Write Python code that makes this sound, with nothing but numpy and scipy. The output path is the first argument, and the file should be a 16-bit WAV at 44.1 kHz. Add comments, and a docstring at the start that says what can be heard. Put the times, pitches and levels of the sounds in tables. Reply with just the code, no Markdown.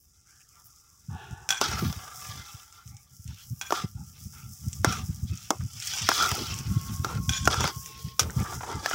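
"""Stirring semolina over a wood fire

Outdoors, close by: a steel spatula turns thick semolina and sugar in a wide metal pan.
The blade knocks on the paste-damped pan, clinks as ringing modes, and scrapes in stick-slip grains over grit.
Filtered bursts of bubbles sizzle throughout; flames and moving air, shaped noise with slowing
low tones, puff low against the microphone. Paste smears and plops, the rim sings, a faint whistle sinks."""
import sys
import numpy as np
from scipy import signal
from scipy.fft import rfft, irfft
from scipy.io import wavfile
from scipy.ndimage import uniform_filter1d, map_coordinates

SR = 44100
rng = np.random.default_rng(int(sys.argv[2]) if len(sys.argv) > 2 else 0)


def unload_audio(sound):
    """Save the sound as a 16-bit wav file, at the path given as the first command line argument."""
    columns = np.transpose(np.atleast_2d(sound))
    # keep every value between -1 and 1, then stretch to whole-number steps
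    steps = np.round(np.clip(columns, -1, 1) * 32767)
    wavfile.write(sys.argv[1], SR, steps.astype(np.int16))


N = 394254
T = np.arange(N) / SR
BLOW = T[:SR // 4]  # time axis of a single blow, s


def undb(db):
    """Decibels to gain."""
    return 10 ** (np.asarray(db) / 20)


def unit(x):
    """Scale to rms 1."""
    return x / np.sqrt(np.mean(x ** 2))


def onset_unit(x):
    """Scale a blow to rms 1 over its first hundredth of a second."""
    return x / np.sqrt(np.mean(x[:SR // 100] ** 2))


def curves(table):
    """Each column of a table as a line through time."""
    s, *columns = np.transpose(table)
    return [np.interp(T, s, c) for c in columns]


def add(track, s, sound):
    """Mix a sound in at time s."""
    i = max(int(s * SR), 0)
    track[i:i + len(sound)] += sound[:max(N - i, 0)]


def colour(x, points, size=4096):
    """Causal minimum-phase filter through (f/Hz, level/dB) points."""
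    hz, db = np.transpose(points)
    f = np.maximum(np.fft.rfftfreq(size, 1 / SR), 1)
    log_gain = np.log(undb(np.interp(np.log(f), np.log(hz), db)))
    # folding the cepstrum forward puts all of the response after the input
    cepstrum = irfft(log_gain)
    cepstrum[1:size // 2] *= 2
    cepstrum[size // 2 + 1:] = 0
    response = irfft(np.exp(rfft(cepstrum)))
    return signal.oaconvolve(x, response)[:len(x)]


def fade(t60):
    """Exponential decay of a blow, by 60 dB in t60 seconds."""
    return np.exp(-np.log(1000) * BLOW / t60)


def ring(modes, scatter_db, detune):
    """Decaying modes; the place of contact changes their strength, sign and tuning."""
    out = 0
    for hz, t60, db in modes:
        size, shift, side = rng.standard_normal(3)
        gain = np.sign(side) * undb(db + scatter_db * size)
        tone = np.sin(2 * np.pi * hz * (1 + detune * shift) * BLOW)
        out = out + gain * fade(t60) * tone
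    return out


def walk(rate):
    """Smooth random wandering with rms 1 and a new target `rate` times a second."""
    knots = rng.standard_normal(4096)
    return unit(np.interp(T * rate, np.arange(len(knots)), knots))


def grains(rate, spread_db):
    """Random tiny impulses, `rate` a second on average; the spread makes a few far larger than the rest."""
    out = np.zeros(N)
    at = np.flatnonzero(rng.random(N) < rate / SR)
    size = rng.exponential(size=N)[at]
    side = rng.random(N)[at] - .5
    out[at] = np.sign(side) * undb(spread_db * np.minimum(size, 5))
    return unit(out)


def rub(drive, modes, rate, detune, glide):
    """Ring a body with a moving contact, which wanders between places that sound differently."""
    place = 1.125 * walk(rate)
    out = 0
    for share in (np.cos(place), np.sin(place)):
        body = ring(modes, scatter_db=4.0, detune=detune)
        out = out + signal.oaconvolve(drive * share, body / np.linalg.norm(body))[:N]
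    # the shifting load bends all resonances up and down together
    bend = np.cumsum(glide * walk(rate))
    bend -= uniform_filter1d(bend, SR // 3)
    return map_coordinates(out, [np.arange(N) + bend], order=3, mode="nearest")


# echo between blade and pan: middle delay/s, its relative wandering, level/dB
BOUNCE_S, BOUNCE_SWING, BOUNCE_DB = 0.00058, 0.12, -6


def bounce(x):
    """Sound also arrives by way of the moving blade, so its colour drifts."""
    delay = BOUNCE_S * np.exp(BOUNCE_SWING * walk(rate=5))
    gain = undb(BOUNCE_DB)
    echo = map_coordinates(x, [(T - delay) * SR], order=3, mode="nearest")
    return (x + gain * echo) / np.hypot(1, gain)


# strokes of the blade, before sag and gains: t/s, rise/s, hold/s, release/s,
# pressure on the pan floor level/dB, grit under the blade level/dB, drag of the paste level/dB
STROKES = [(0.497, 0.065, 0.019, 0.11, -65, -90, -101), (1.599, 0.018, 0.041, 0.051, -36.5, -32.5, -40.5),
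           (1.661, 0.037, 0.15, 0.16, -38, -39, -52), (1.88, 0.13, 0.17, 0.36, -44, -59, -86),
           (2.107, 0.17, 0.26, 0.17, -47, -48.5, -91), (2.712, 0.025, 0.019, 0.15, -59, -60, -75),
           (3.237, 0.05, 0.15, 0.039, -67, -56, -93), (3.678, 0.061, 0.086, 0.032, -38.5, -40.5, -59),
           (4.101, 0.043, 0.088, 0.14, -86, -62, -74), (4.3, 0.035, 0.12, 0.032, -58.5, -60.5, -71),
           (4.829, 0.025, 0.12, 0.043, -36.5, -37, -47), (5.252, 0.026, 0.51, 0.18, -80, -51.5, -83),
           (5.613, 0.54, 0.03, 0.21, -49.5, -29, -79), (6.064, 0.13, 0.07, 0.1, -33, -36, -48),
           (6.277, 0.037, 0.073, 0.25, -40.5, -34.5, -44.5), (6.606, 0.12, 0.34, 0.19, -49.5, -51.5, -71),
           (7.025, 0.015, 0.11, 0.051, -42, -46.5, -44), (7.294, 0.032, 0.049, 0.079, -65, -37, -73),
           (7.489, 0.016, 0.18, 0.048, -35.5, -33.5, -38), (7.769, 0.13, 0.19, 0.12, -72, -48.5, -60.5),
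           (8.185, 0.0082, 0.028, 0.15, -46, -61, -37.5), (8.247, 0.19, 0.02, 0.22, -41.5, -54, -46.5),
           (8.601, 0.08, 0.04, 0.22, -41.5, -49.5, -40), (8.801, 0.057, 0.065, .1, -38, -39, -46),
           (8.903, 0.024, .03, .1, -35.5, -35.5, -50)]
# bubbles stir the pan floor, the grit and the paste: three levels/dB relative to the sizzle table
BUBBLING_DB = (-17, -18.5, -35.5)
# a push eases while it is held (dB/s), then falls over each release time (dB)
STROKE_SAG_DB_PER_S, RELEASE_FALL_DB = 20, 13


def strokes(fry_db):
    """Pressure, grit and drag in dB: over the bubbling, each stroke swells, eases while held and dies away."""
    power = undb(fry_db[:, None] + np.array(BUBBLING_DB)) ** 2
    age = T[:2 * SR, None]
    for s, rise, hold, release, *levels_db in STROKES:
        sag_db = STROKE_SAG_DB_PER_S * np.clip(age - rise, 0, hold)
        release_db = RELEASE_FALL_DB * np.maximum(age - rise - hold, 0) / release
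        shape = np.clip(age / rise, 0, 1) ** 1.87 * undb(-sag_db - release_db)
        add(power, s, (undb(levels_db) * shape) ** 2)
    return 10 * np.log10(power.T)


# modes of the loaded pan: f/Hz, t60/s, relative level/dB
PAN_MODES = [(401, 0.034, -12.5), (702, 0.085, -5.5), (768, 0.12, -11.5), (776, 0.068, 0.5),
             (883, 0.02, 4.5), (985, 0.088, 0.5), (1158, 0.017, 1), (1221, 0.048, 4.5), (1342, 0.059, 10),
             (1454, 0.11, -8), (1660, 0.046, -0.5), (1707, 0.041, -4), (2085, 0.12, -5)]
# pan modes that a hard-pressed blade locks onto: f/Hz, t60/s, relative level/dB
SCREECH_MODES = [(1215, 0.06, -11), (1299, 0.13, -15), (1352, 0.056, -6), (1490, 0.038, -23)]
# higher modes of the pan wall, reached by sharp grit: f/Hz, t60/s, relative level/dB
WALL_MODES = [(1474, 0.03, -2), (2110, 0.012, 3), (2380, 0.02, 3), (2676, 0.019, 4.5), (3028, 0.048, 0),
              (3316, 0.02, 11), (3676, 0.045, -4), (4634, 0.02, 5.5), (4860, 0.02, 2.5), (5193, 0.021, 7),
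              (5554, 0.024, 5.5), (5840, 0.023, 7.5), (6660, .018, 3), (7200, 0.019, -14)]
# the pan floor under a dragged lump: f/Hz, t60/s, relative level/dB
PASTE_MODES = [(302, 0.03, -1.5), (365, 0.032, 4), (443, 0.058, 1.5), (538, 0.01, -3), (698, 0.018, -11),
               (835, 0.038, 4), (912, 0.044, 4), (1113, 0.024, -8.5), (2680, 0.0054, -19)]
# spectrum of crushed grit: f/Hz, relative level/dB
GRIT_SPECTRUM = [(1200, -51), (1850, 1.5), (2400, -17.5), (2750, 2), (3350, 3.5), (4000, 3), (5200, -2),
                 (7000, -19.5), (10000, -51)]
# spectrum of the edge rasping over metal: f/Hz, relative level/dB
RASP_SPECTRUM = [(350, -13.5), (600, -14.5), (800, 1), (1350, 4.5), (1850, -5.5), (2400, -2.5), (3400, -4),
                 (4300, -10), (5800, -10.5), (8000, -7.5), (14000, -33)]
# a blade pressed harder than LOCK_DB starts to screech, fully so LOCK_RANGE_DB above it
LOCK_DB, LOCK_RANGE_DB, SCREECH_DB = -44.5, 13, 7
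CRUNCH_DB = -6.5  # single sugar crystals that crack under the edge, relative to the fine grit


def scrape(pressure_db, grit_db, paste_db):
    """The blade sticks and slips: slips rasp and ring the pan, crush sugar and drag the paste along."""
    # a light stroke glides on syrup; a heavy one judders
    bite = np.interp(pressure_db, [-55, -35], [.7, 1])
    judder = undb(2.3 * bite * walk(rate=130) + 1.4 * walk(rate=25))
    slips = unit(grains(rate=7000, spread_db=1.8) * judder)
    crunch = undb(CRUNCH_DB) * grains(rate=140, spread_db=1.8)
    crush = unit((grains(rate=9000, spread_db=2.6) + crunch) * judder)
    drag = unit(grains(rate=2500, spread_db=4.5) * judder)

    pan = rub(slips * undb(pressure_db - 1.5), PAN_MODES, rate=6, detune=0.026, glide=0.0079)
    locked = np.clip((pressure_db - LOCK_DB) / LOCK_RANGE_DB, 0, 1)
    screech_drive = slips * locked * undb(pressure_db + SCREECH_DB)
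    screech = rub(screech_drive, SCREECH_MODES, rate=18, detune=0.007, glide=0.025)
    wall = rub(crush * undb(grit_db), WALL_MODES, rate=12, detune=0.017, glide=0.025)
    paste = rub(drag * undb(paste_db), PASTE_MODES, rate=4.6, detune=0.012, glide=0.028)
    grit = unit(colour(crush, GRIT_SPECTRUM)) * undb(grit_db - 7.0)
    rasp = unit(colour(slips, RASP_SPECTRUM)) * undb(pressure_db - 7.5)
    return pan + screech + wall + paste + bounce(grit + rasp)


# blade knocks on the pan: t/s, thud level/dB, pan ring level/dB, crack level/dB
KNOCKS = [(1.613, -23, -29, -23.5), (1.641, -52, -43, -35), (1.927, -64, -44, -41), (3.706, -33, -30, -37),
          (3.723, -21.5, -24.5, -32), (4.846, -20.5, -19.5, -23), (5.505, -19.5, -35, -23.5),
          (6.089, -21.5, -17.5, -20.5), (6.116, -31.5, -24.5, -35), (6.315, -57, -31, -29.5),
          (7.046, -33, -27, -33), (7.475, -19.5, -15, -24), (7.511, -45, -42, -37),
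          (7.542, -35, -28, -35.5), (7.607, -56, -28.5, -31.5), (7.641, -26.5, -29, -33),
          (7.676, -39, -29.5, -31), (8.194, -34.5, -27, -22), (8.231, -40.5, -38, -40),
          (8.86, -37, -24.5, -29), (8.912, -44, -30, -39)]
# spectrum of a thud: f/Hz, relative level/dB
THUD_SPECTRUM = [(60, -35), (180, -13), (340, 1), (480, -5.5), (700, -1.5), (1200, -3), (3000, -56)]
# spectrum of a metal crack: f/Hz, relative level/dB
CRACK_SPECTRUM = [(900, -40.5), (1900, -6.5), (2600, -4.5), (3400, -3), (4200, -6), (5600, 3), (7000, -4),
                  (9500, -13), (15500, -13.5)]


def knocks():
    """Each knock is a thud of the loaded pan, its short ring and a crack of metal on metal."""
    out = np.zeros(N)
    # the blade sinks through paste, so the contact takes a moment to build
    contact = 1 - np.exp(-BLOW / 0.00086)
    for s, thud_db, ring_db, crack_db in KNOCKS:
        noise = rng.standard_normal((2, len(BLOW))) * contact
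        thud = colour(noise[0] * (fade(0.01) + undb(-22.0) * fade(0.11)), THUD_SPECTRUM)
        crack = colour(noise[1] * (fade(0.0033) + undb(-17) * fade(0.026)), CRACK_SPECTRUM)
        # the pressed blade chokes the pan's ring
        choke = fade(0.01) + undb(-16.5)
        body = ring(PAN_MODES, scatter_db=-6.5, detune=0.029) * contact * choke
        add(out, s, undb(thud_db) * onset_unit(thud))
        add(out, s, undb(ring_db) * onset_unit(body))
        add(out, s, undb(crack_db) * onset_unit(crack))
    return out


# the free blade clinks: t/s, gains of its low, middle and high modes, each level/dB
CLINKS = [(1.49, -22.5, -27, -26.5), (1.505, -17.5, -13.5, -22), (1.525, -20, -22, -39),
          (3.613, -25, -22, -33), (4.924, -26.5, -45, -32), (5.936, -29.5, -33, -33),
          (7.293, -24.5, -22.5, -28), (7.454, -30, -28, -31), (8.195, -23, -33, -17.5)]
# modes of the spatula blade: f/Hz, t60/s, relative level/dB
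BLADE_MODES = [(788, 0.13, -13.5), (1537, 0.13, -6.5), (1627, 0.08, -22.5), (2440, 0.12, -10.5),
               (2553, 0.077, -18), (3324, 0.049, -4.5), (3375, 0.07, -4), (4434, 0.12, -22.5),
               (5220, 0.026, -7), (5470, .08, -23), (5670, 0.081, -1.5), (6020, 0.062, 2),
               (6500, 0.04, -11), (6860, .08, -3.5), (7520, 0.05, -7.5), (8500, 0.1, -15),
               (10740, 0.027, -8.5), (14900, .06, -16)]


def clinks():
    """A glancing touch ticks, rings the free blade and rattles it against the metal, all at once."""
    out = np.zeros(N)
    for s, *band_db in CLINKS:
        modes = [(hz, t60, db + np.interp(hz, [2400, 3300, 5400], band_db)) for hz, t60, db in BLADE_MODES]
        touch = rng.standard_normal(len(BLOW)) * (fade(.012) + undb(-1.0) * fade(0.12))
        tick = onset_unit(colour(touch, CRACK_SPECTRUM))
        # part of the ring dies as soon as the blade settles in the paste
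        settle = fade(.05) + undb(-9)
        # the edge buzzes against the metal while it rings
        wobble = unit(uniform_filter1d(rng.standard_normal(len(BLOW)), SR // 300))
        buzz = 1 + .6 * (1 - fade(.06)) * wobble
        tone = ring(modes, scatter_db=1.5, detune=0.0048) * settle * buzz
        chatter = grains(rate=2900, spread_db=0.0)[:len(BLOW)] * fade(0.61)
        rattle = onset_unit(colour(chatter, RASP_SPECTRUM))
        add(out, s, tone + undb(band_db[-1] - 5.5) * tick + undb(band_db[0] - 24.0) * rattle)
    return out


# the blade's edge skids on bare metal: t/s, length/s, drive level/dB
SKIDS = [(1.53, 0.067, -36), (1.623, 0.043, -38.5), (3.64, 0.05, -42), (7.302, 0.099, -32),
         (7.415, 0.059, -43), (7.505, 0.081, -39), (7.591, 0.057, -30.5)]
SKID_TILT_DB = -2.5  # per octave: pressure damps the blade's high modes


def skids():
    """Rapid chatter of the edge keeps the blade ringing."""
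    force = np.zeros(N)
    for s, length, db in SKIDS:
        add(force, s, undb(db) * signal.windows.tukey(int(length * SR)))
    # pressed to the pan, the blade loses its slowest flexing mode and much of its top
    lowest_hz = BLADE_MODES[0][0]
    modes = [(hz, t60, db + SKID_TILT_DB * np.log2(hz / lowest_hz)) for hz, t60, db in BLADE_MODES[1:]]
    return rub(force * grains(rate=1500, spread_db=4.0), modes, rate=30, detune=0.01, glide=0.006)


# the blade is drawn out of the heap: t/s, rise/s, release/s, hollow drive level/dB, hiss level/dB
DRAW = (1.09, .13, .2, -45.5, -54)
# the hollow that it leaves: f/Hz, t60/s, relative level/dB
HOLLOW_MODES = [(377, .04, -7), (480, .025, -12), (740, .02, -10), (877, .04, 0), (1130, .03, -7),
                (1400, .025, -5), (1560, .04, -9), (1710, .04, -12)]
# spectrum of paste sliding off the blade: f/Hz, relative level/dB
SLIDE_SPECTRUM = [(1900, -27), (2350, -9), (2680, 1), (3000, -7), (3350, -4), (3700, -6.5), (4400, -20),
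                  (8000, -29.5)]


def draw():
    """The blade slides out of the heap: a soft hiss and a hollow resonance swell together; the hollow fades slower."""
    s, rise, release, hollow_db, hiss_db = DRAW
    age = T - s
    shape = np.clip(age / rise, 0, 1) * undb(-RELEASE_FALL_DB * np.maximum(age - rise, 0) / release)
    friction = rng.standard_normal(N)
    hollow_drive = friction * shape ** 0.56 * undb(hollow_db)  # a power below 1 rises sooner, fades slower
    hollow = rub(hollow_drive, HOLLOW_MODES, rate=7, detune=.008, glide=.018)
    return hollow + unit(colour(friction, SLIDE_SPECTRUM)) * shape * undb(hiss_db)


# wet paste smears and sucks around the blade, a pocket of air changing size:
# t/s, length/s, start f/Hz, end f/Hz, width/Hz, level/dB
SMEARS = [(0.227, 0.27, 1440, 1740, 300, -70.5), (0.257, .1, 2060, 2450, 250, -75),
          (.395, 0.038, 2490, 2800, 700, -67), (0.496, .14, 2520, 1850, 453, -74.5),
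          (0.557, .08, 1046, 850, 200, -71), (2.763, 0.085, 1150, 1440, 350, -62.5),
          (2.861, 0.19, 1970, 2460, 300, -72), (2.889, 0.14, 790, 830, 50, -70),
          (3.278, .06, 920, 860, 120, -69), (3.287, .05, 1400, 1600, 300, -65),
          (3.359, 0.063, 1390, 1530, 300, -65.5), (3.35, .09, 2700, 3400, 800, -59),
          (3.94, .12, 790, 860, 90, -63.5), (3.949, .11, 1400, 1340, 150, -68),
          (4.317, .14, 1158, 1506, 300, -64), (4.334, .14, 2120, 2690, 500, -64.5),
          (5.271, 0.21, 1263, 1366, 90, -64), (5.921, .16, 850, 1305, 445, -50.5),
          (7.07, .08, 1092, 842, 400, -46), (8.38, .05, 2200, 2400, 400, -51),
          (8.435, .04, 1100, 1500, 800, -43), (8.65, .1, 900, 1100, 550, -42)]
SMEAR_OVERTONE, SMEAR_OVERTONE_DB = 1.9, -18  # the pocket's second resonance: ratio to the first, level


def smears():
    """Paste rubs past a pocket of air, whose resonance slides as the blade opens or closes it."""
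    out = np.zeros(N)
    for s, length, start_hz, end_hz, width_hz, db in SMEARS:
        count = int(length * SR)
        phase = 2j * np.pi * np.cumsum(np.geomspace(start_hz, end_hz, count)) / SR
        # slow complex noise blurs each resonance to its width
        blur = signal.butter(2, width_hz / 2, fs=SR, output="sos")
        noise = rng.standard_normal((2, count)) + 1j * rng.standard_normal((2, count))
        first, second = signal.sosfilt(blur, noise)
        overtone = undb(SMEAR_OVERTONE_DB) * second * np.exp(SMEAR_OVERTONE * phase)
        pocket = first * np.exp(phase) + overtone
        add(out, s, undb(db) * unit(pocket.real * signal.windows.tukey(count, .7)))
    return out


# a lump lets go of the blade with a falling groan: t/s, length/s, start f/Hz, end f/Hz, level/dB
SQUELCHES = [(1.815, .03, 420, 300, -35), (3.835, .025, 380, 280, -40), (6.315, .05, 900, 720, -37),
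             (6.365, .085, 430, 230, -38)]


def squelches():
    """Sticky paste tears free; its rough note sinks as the cavity opens."""
    out = np.zeros(N)
    for s, length, start_hz, end_hz, db in SQUELCHES:
        count = int(length * SR)
        hz = np.geomspace(start_hz, end_hz, count)
        rough = unit(uniform_filter1d(rng.standard_normal(count), SR // 200))
        groan = unit(rough * np.sin(2 * np.pi * np.cumsum(hz) / SR))
        add(out, s, undb(db) * signal.windows.tukey(count) * groan)
    return out


# pockets of steam pop softly in the paste: t/s, f/Hz, level/dB
PLOPS = [(5.607, 1410, -48), (8.296, 1480, -41.5), (8.523, 925, -35), (8.607, 1040, -37), (8.631, 950, -34),
         (8.726, 955, -40)]


def plops():
    """Each pocket bursts as soft-edged noise, coloured by its cavity in the paste."""
    out = np.zeros(N)
    for s, hz, db in PLOPS:
        envelope = (1 - np.exp(-BLOW / .002)) * (fade(.03) + undb(-16) * fade(.12))
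        burst = rng.standard_normal(len(BLOW)) * envelope
        cavity = [(hz / 3, -18), (hz / 1.46, -6), (hz, 0), (hz * 1.3, -8), (hz * 3, -24), (hz * 8, -40)]
        add(out, s, undb(db) * onset_unit(colour(burst, cavity)))
    return out


# the rim sings on: t/s, level/dB
RIM = [(6.2, -72), (6.33, -54), (6.8, -52), (7.2, -54), (7.35, -48), (7.8, -51), (8.17, -55), (8.3, -65)]
RIM_HZ = 1082  # before the load of the paste
RIM_WIDTH_HZ, RIM_ROUGH = 46, 0.39  # the blade's irregular nudges blur the note: rate, relative depth


def rim():
    """One lightly damped mode of the bare rim, nudged unevenly by the stirring."""
    s, db = np.transpose(RIM)
    gain = np.interp(T, s, undb(db), left=0, right=0)
    # paste spreading up the wall lowers the note a little
    hz = RIM_HZ * np.interp(T, [6.9, 7.4], [1.01, .998])
    nudges = 1 + RIM_ROUGH * (walk(RIM_WIDTH_HZ) + 1j * walk(RIM_WIDTH_HZ))
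    return gain * unit(np.imag(nudges * np.exp(2j * np.pi * np.cumsum(hz) / SR)))


# syrup on hot metal, before the gains below: t/s, sizzle level/dB, fine spray level/dB
SIZZLE = [(0.0, -65, -65), (.14, -61, -74), (.3, -56, -71), (.62, -57.5, -67), (1.54, -55.5, -69),
          (1.67, -52, -57), (2.21, -44, -52.5), (3.01, -57, -65.5), (3.68, -53.5, -54.5),
          (3.98, -55, -62.5), (4.81, -45.5, -52), (5.43, -49.5, -59), (6.15, -37.5, -47),
          (6.65, -47.5, -53), (7.32, -46.5, -52.5), (7.5, -39, -71), (7.69, -41.5, -47.5), (8.12, -57, -58),
          (8.42, -42.5, -51), (8.94, -46, -65)]
# flurries of fine spray: t/s, length/s, added level/dB
FLURRIES = [(.635, .06, -52), (1.72, .26, -40)]
# spectrum of frying: f/Hz, relative level/dB
FRY_SPECTRUM = [(2500, -44), (4200, -22.5), (5000, 1.5), (5650, 5.5), (6600, 2.5), (7600, 0.5),
                (9500, -8.5), (12000, -17.5), (16000, -52.5)]
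# spectrum of fine spray: f/Hz, relative level/dB
SPRAY_SPECTRUM = [(6000, -64.5), (9500, -15), (11000, -13), (13000, -10), (15400, -5.5)]
FRY_DB, SPRAY_DB = -4, 3.5  # gains of the two kinds of bubble
# a stroke spreads syrup on bare metal: dB at 0 dB of grit, dB per dB of grit, its spray relative to it
FLARE_DB, FLARE_SLOPE, FLARE_SPRAY_DB = -25.5, 0.55, -5


def sizzle(fry_db, spray_db, grit_db):
    """Countless small bubbles burst in the syrup, more loudly where the blade bares hot metal; some spit."""
    flare = undb(FLARE_DB + FLARE_SLOPE * grit_db) * np.clip((grit_db + 61.5) / 15, 0, 1)
    spits = grains(rate=120, spread_db=3.5)
    bursts = unit(grains(rate=9800, spread_db=3.4) + undb(-5) * spits)
    flicker = undb(2.2 * walk(rate=30) + 1.0 * walk(rate=8))
    fry = unit(colour(bursts, FRY_SPECTRUM)) * np.hypot(undb(fry_db + FRY_DB), flare) * flicker
    # the finest spray comes in flurries
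    mist = np.hypot(undb(spray_db + SPRAY_DB), flare * undb(FLARE_SPRAY_DB))
    for s, length, db in FLURRIES:
        add(mist, s, undb(db) * np.hanning(int(length * SR)))
    spray = unit(colour(bursts, SPRAY_SPECTRUM)) * mist * flicker * undb(0.81 * walk(rate=10))
    return fry + spray


# single sharp ticks from the pan: t/s, level/dB
TICKS = [(2.726, -51.5), (2.877, -49.5), (2.968, -50.5), (3.278, -48), (4.73, -37), (5.375, -43),
         (5.801, -38), (5.825, -38.5), (5.872, -32), (5.985, -33), (6.022, -33.5), (6.542, -37.5),
         (6.588, -37.5), (7.86, -39.5), (8.306, -43)]


def ticks():
    """Single sharp ticks: sugar grit cracking, small touches of the blade or spitting syrup."""
    out = np.zeros(N)
    for s, db in TICKS:
        snap = rng.standard_normal(len(BLOW)) * (fade(0.00097) + undb(-18) * fade(0.056))
        tick = colour(snap, FRY_SPECTRUM) + undb(-1.5) * colour(snap, CRACK_SPECTRUM)
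        add(out, s, undb(db) * onset_unit(tick))
    return out


# puffs of air against the microphone: t/s, peak level/dB, nominal f/Hz, length of the flutter/s
PUFFS = [(1.081, -27, 131, 0.1), (1.305, -27.5, 90.3, 0.041), (1.68, -31.5, 110, 0.088),
         (1.816, -23, 171, 0.12), (1.957, -30, 92, 0.032), (2.284, -32.5, 105, 0.16),
         (2.539, -37.5, 113, 0.018), (2.853, -36.5, 106, 0.13), (3.19, -37.5, 110, 0.018),
         (3.25, -31, 110, 0.12), (3.502, -27, 108.5, 0.052), (3.834, -23, 160, 0.034),
         (3.946, -31.5, 99, 0.098), (4.251, -31, 110, 0.034), (4.427, -35, 108, 0.12),
         (4.662, -22.5, 102.7, 0.029), (4.788, -28.5, 109, 0.06), (4.865, -16.5, 107, 0.053),
         (5.085, -19, 113.6, 0.029), (5.223, -22.5, 112, 0.039), (5.591, -24.5, 102, 0.092),
         (6.01, -29.5, 118, 0.063), (6.313, -25, 95, 0.034), (6.5, -34, 87, 0.037),
         (6.757, -17, 111, 0.026), (6.992, -26.5, 127, 0.014), (7.153, -18.5, 110, 0.067),
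         (7.277, -17.5, 100, 0.045), (7.402, -23.5, 86, 0.11), (7.571, -20.5, 99, 0.11),
         (7.756, -30.5, 109, 0.049), (8.04, -25.5, 100, 0.053), (8.209, -25.5, 103, 0.13),
         (8.36, -16.5, 125, 0.086), (8.74, -24.5, 87, 0.065)]
# draught around the fire, before its gain and flutter: t/s, level/dB
DRAUGHT = [(0.0, -67), (0.94, -74), (1.19, -51), (1.57, -59), (1.84, -36.5), (1.97, -56.5), (2.79, -67.5),
           (4.2, -50.5), (4.98, -41), (6.05, -55.5), (6.62, -37), (7.52, -37.5), (7.89, -52.5), (8.46, -44),
           (8.94, -52)]
# spectrum of moving air: f/Hz, relative level/dB
AIR_SPECTRUM = [(15, -63.5), (35, -27.5), (60, -4.5), (90, 0.5), (130, -2.5), (190, -12.5), (270, -30.5),
                (450, -48.5), (1200, -81.5)]
# spectrum of small eddies: f/Hz, relative level/dB
GUST_SPECTRUM = [(60, -7), (130, -7.5), (200, 10.5), (280, -2), (380, -14), (600, -54), (1200, -60.5)]
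# spectrum of the fire's rumble: f/Hz, relative level/dB
HEARTH_SPECTRUM = [(15, -7.5), (35, 4), (80, 10), (160, -11.5), (300, -11), (520, -19), (900, -43.5)]
FLUTTER_DB = -10.5  # turbulence in a puff, relative to its peak
DRAUGHT_DB = 1  # gain


def air():
    """A fluttering draught over the fire's low rumble; each puff is a short eddy in a burst of turbulence."""
    draught_db, = curves(DRAUGHT)
    flow = undb(draught_db + DRAUGHT_DB + 3.7 * walk(rate=28))
    out = unit(colour(rng.standard_normal(N), HEARTH_SPECTRUM)) * undb(-67.0)
    for s, db, hz, length in PUFFS:
        add(flow, s, undb(db + FLUTTER_DB) * signal.windows.tukey(int(length * SR), .7))
        age = BLOW / 0.012  # the swell peaks after 12 ms
        swell = (age * np.exp(1 - age)) ** 4
        # the eddy slows as it spreads
        turns = np.cumsum(hz * (0.728 + 0.92 * fade(0.077))) / SR
        add(out, s, undb(db) * swell * np.sin(2 * np.pi * (turns + rng.random())))
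    out += unit(colour(rng.standard_normal(N), AIR_SPECTRUM)) * flow
    # stronger flow breaks into smaller eddies, which sound higher
    gusts = unit(colour(rng.standard_normal(N), GUST_SPECTRUM)) * flow ** 1.496 * undb(4.5)
    return out + gusts


# a faint whistle sinks in pitch: t/s, length/s, middle start f/Hz, middle end f/Hz
WHISTLE = (.46, .54, 1400, 1100)
WHISTLE_DB = -67  # middle of its wavering peak level


def whistle():
    """A thin, unsteady, far-off note that slides down."""
    s, length, start_hz, end_hz = WHISTLE
    part = np.clip((T - s) / length, 0, 1)
    waver = 1 + .025 * walk(rate=14) + .07 * walk(rate=300)
    hz = start_hz * (end_hz / start_hz) ** part * waver
    gain = undb(WHISTLE_DB + 2.8 * walk(rate=40)) * 2 * np.sqrt(part * (1 - part))
    return gain * np.sin(2 * np.pi * np.cumsum(hz) / SR)


def scene():
    """The pan is close and in the open air, so no room is added."""
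    fry_db, spray_db = curves(SIZZLE)
    pressure_db, grit_db, paste_db = strokes(fry_db)
    metal = scrape(pressure_db, grit_db, paste_db) + knocks() + clinks() + skids() + rim()
    paste = draw() + smears() + squelches() + plops()
    frying = sizzle(fry_db, spray_db, grit_db)
    return (metal + paste + frying + ticks() + air() + whistle())[None]


TOP_HZ = 15750  # upper limit of the microphone


def record(dry):
    """The microphone sheds the deepest rumble and cuts the top steeply."""
    low_cut = signal.butter(2, 36, "highpass", fs=SR, output="sos")
    top_cut = signal.ellip(10, .2, 70, TOP_HZ, fs=SR, output="sos")
    return signal.sosfilt(top_cut, signal.sosfilt(low_cut, dry))


dry = scene()
out = record(dry)
unload_audio(out)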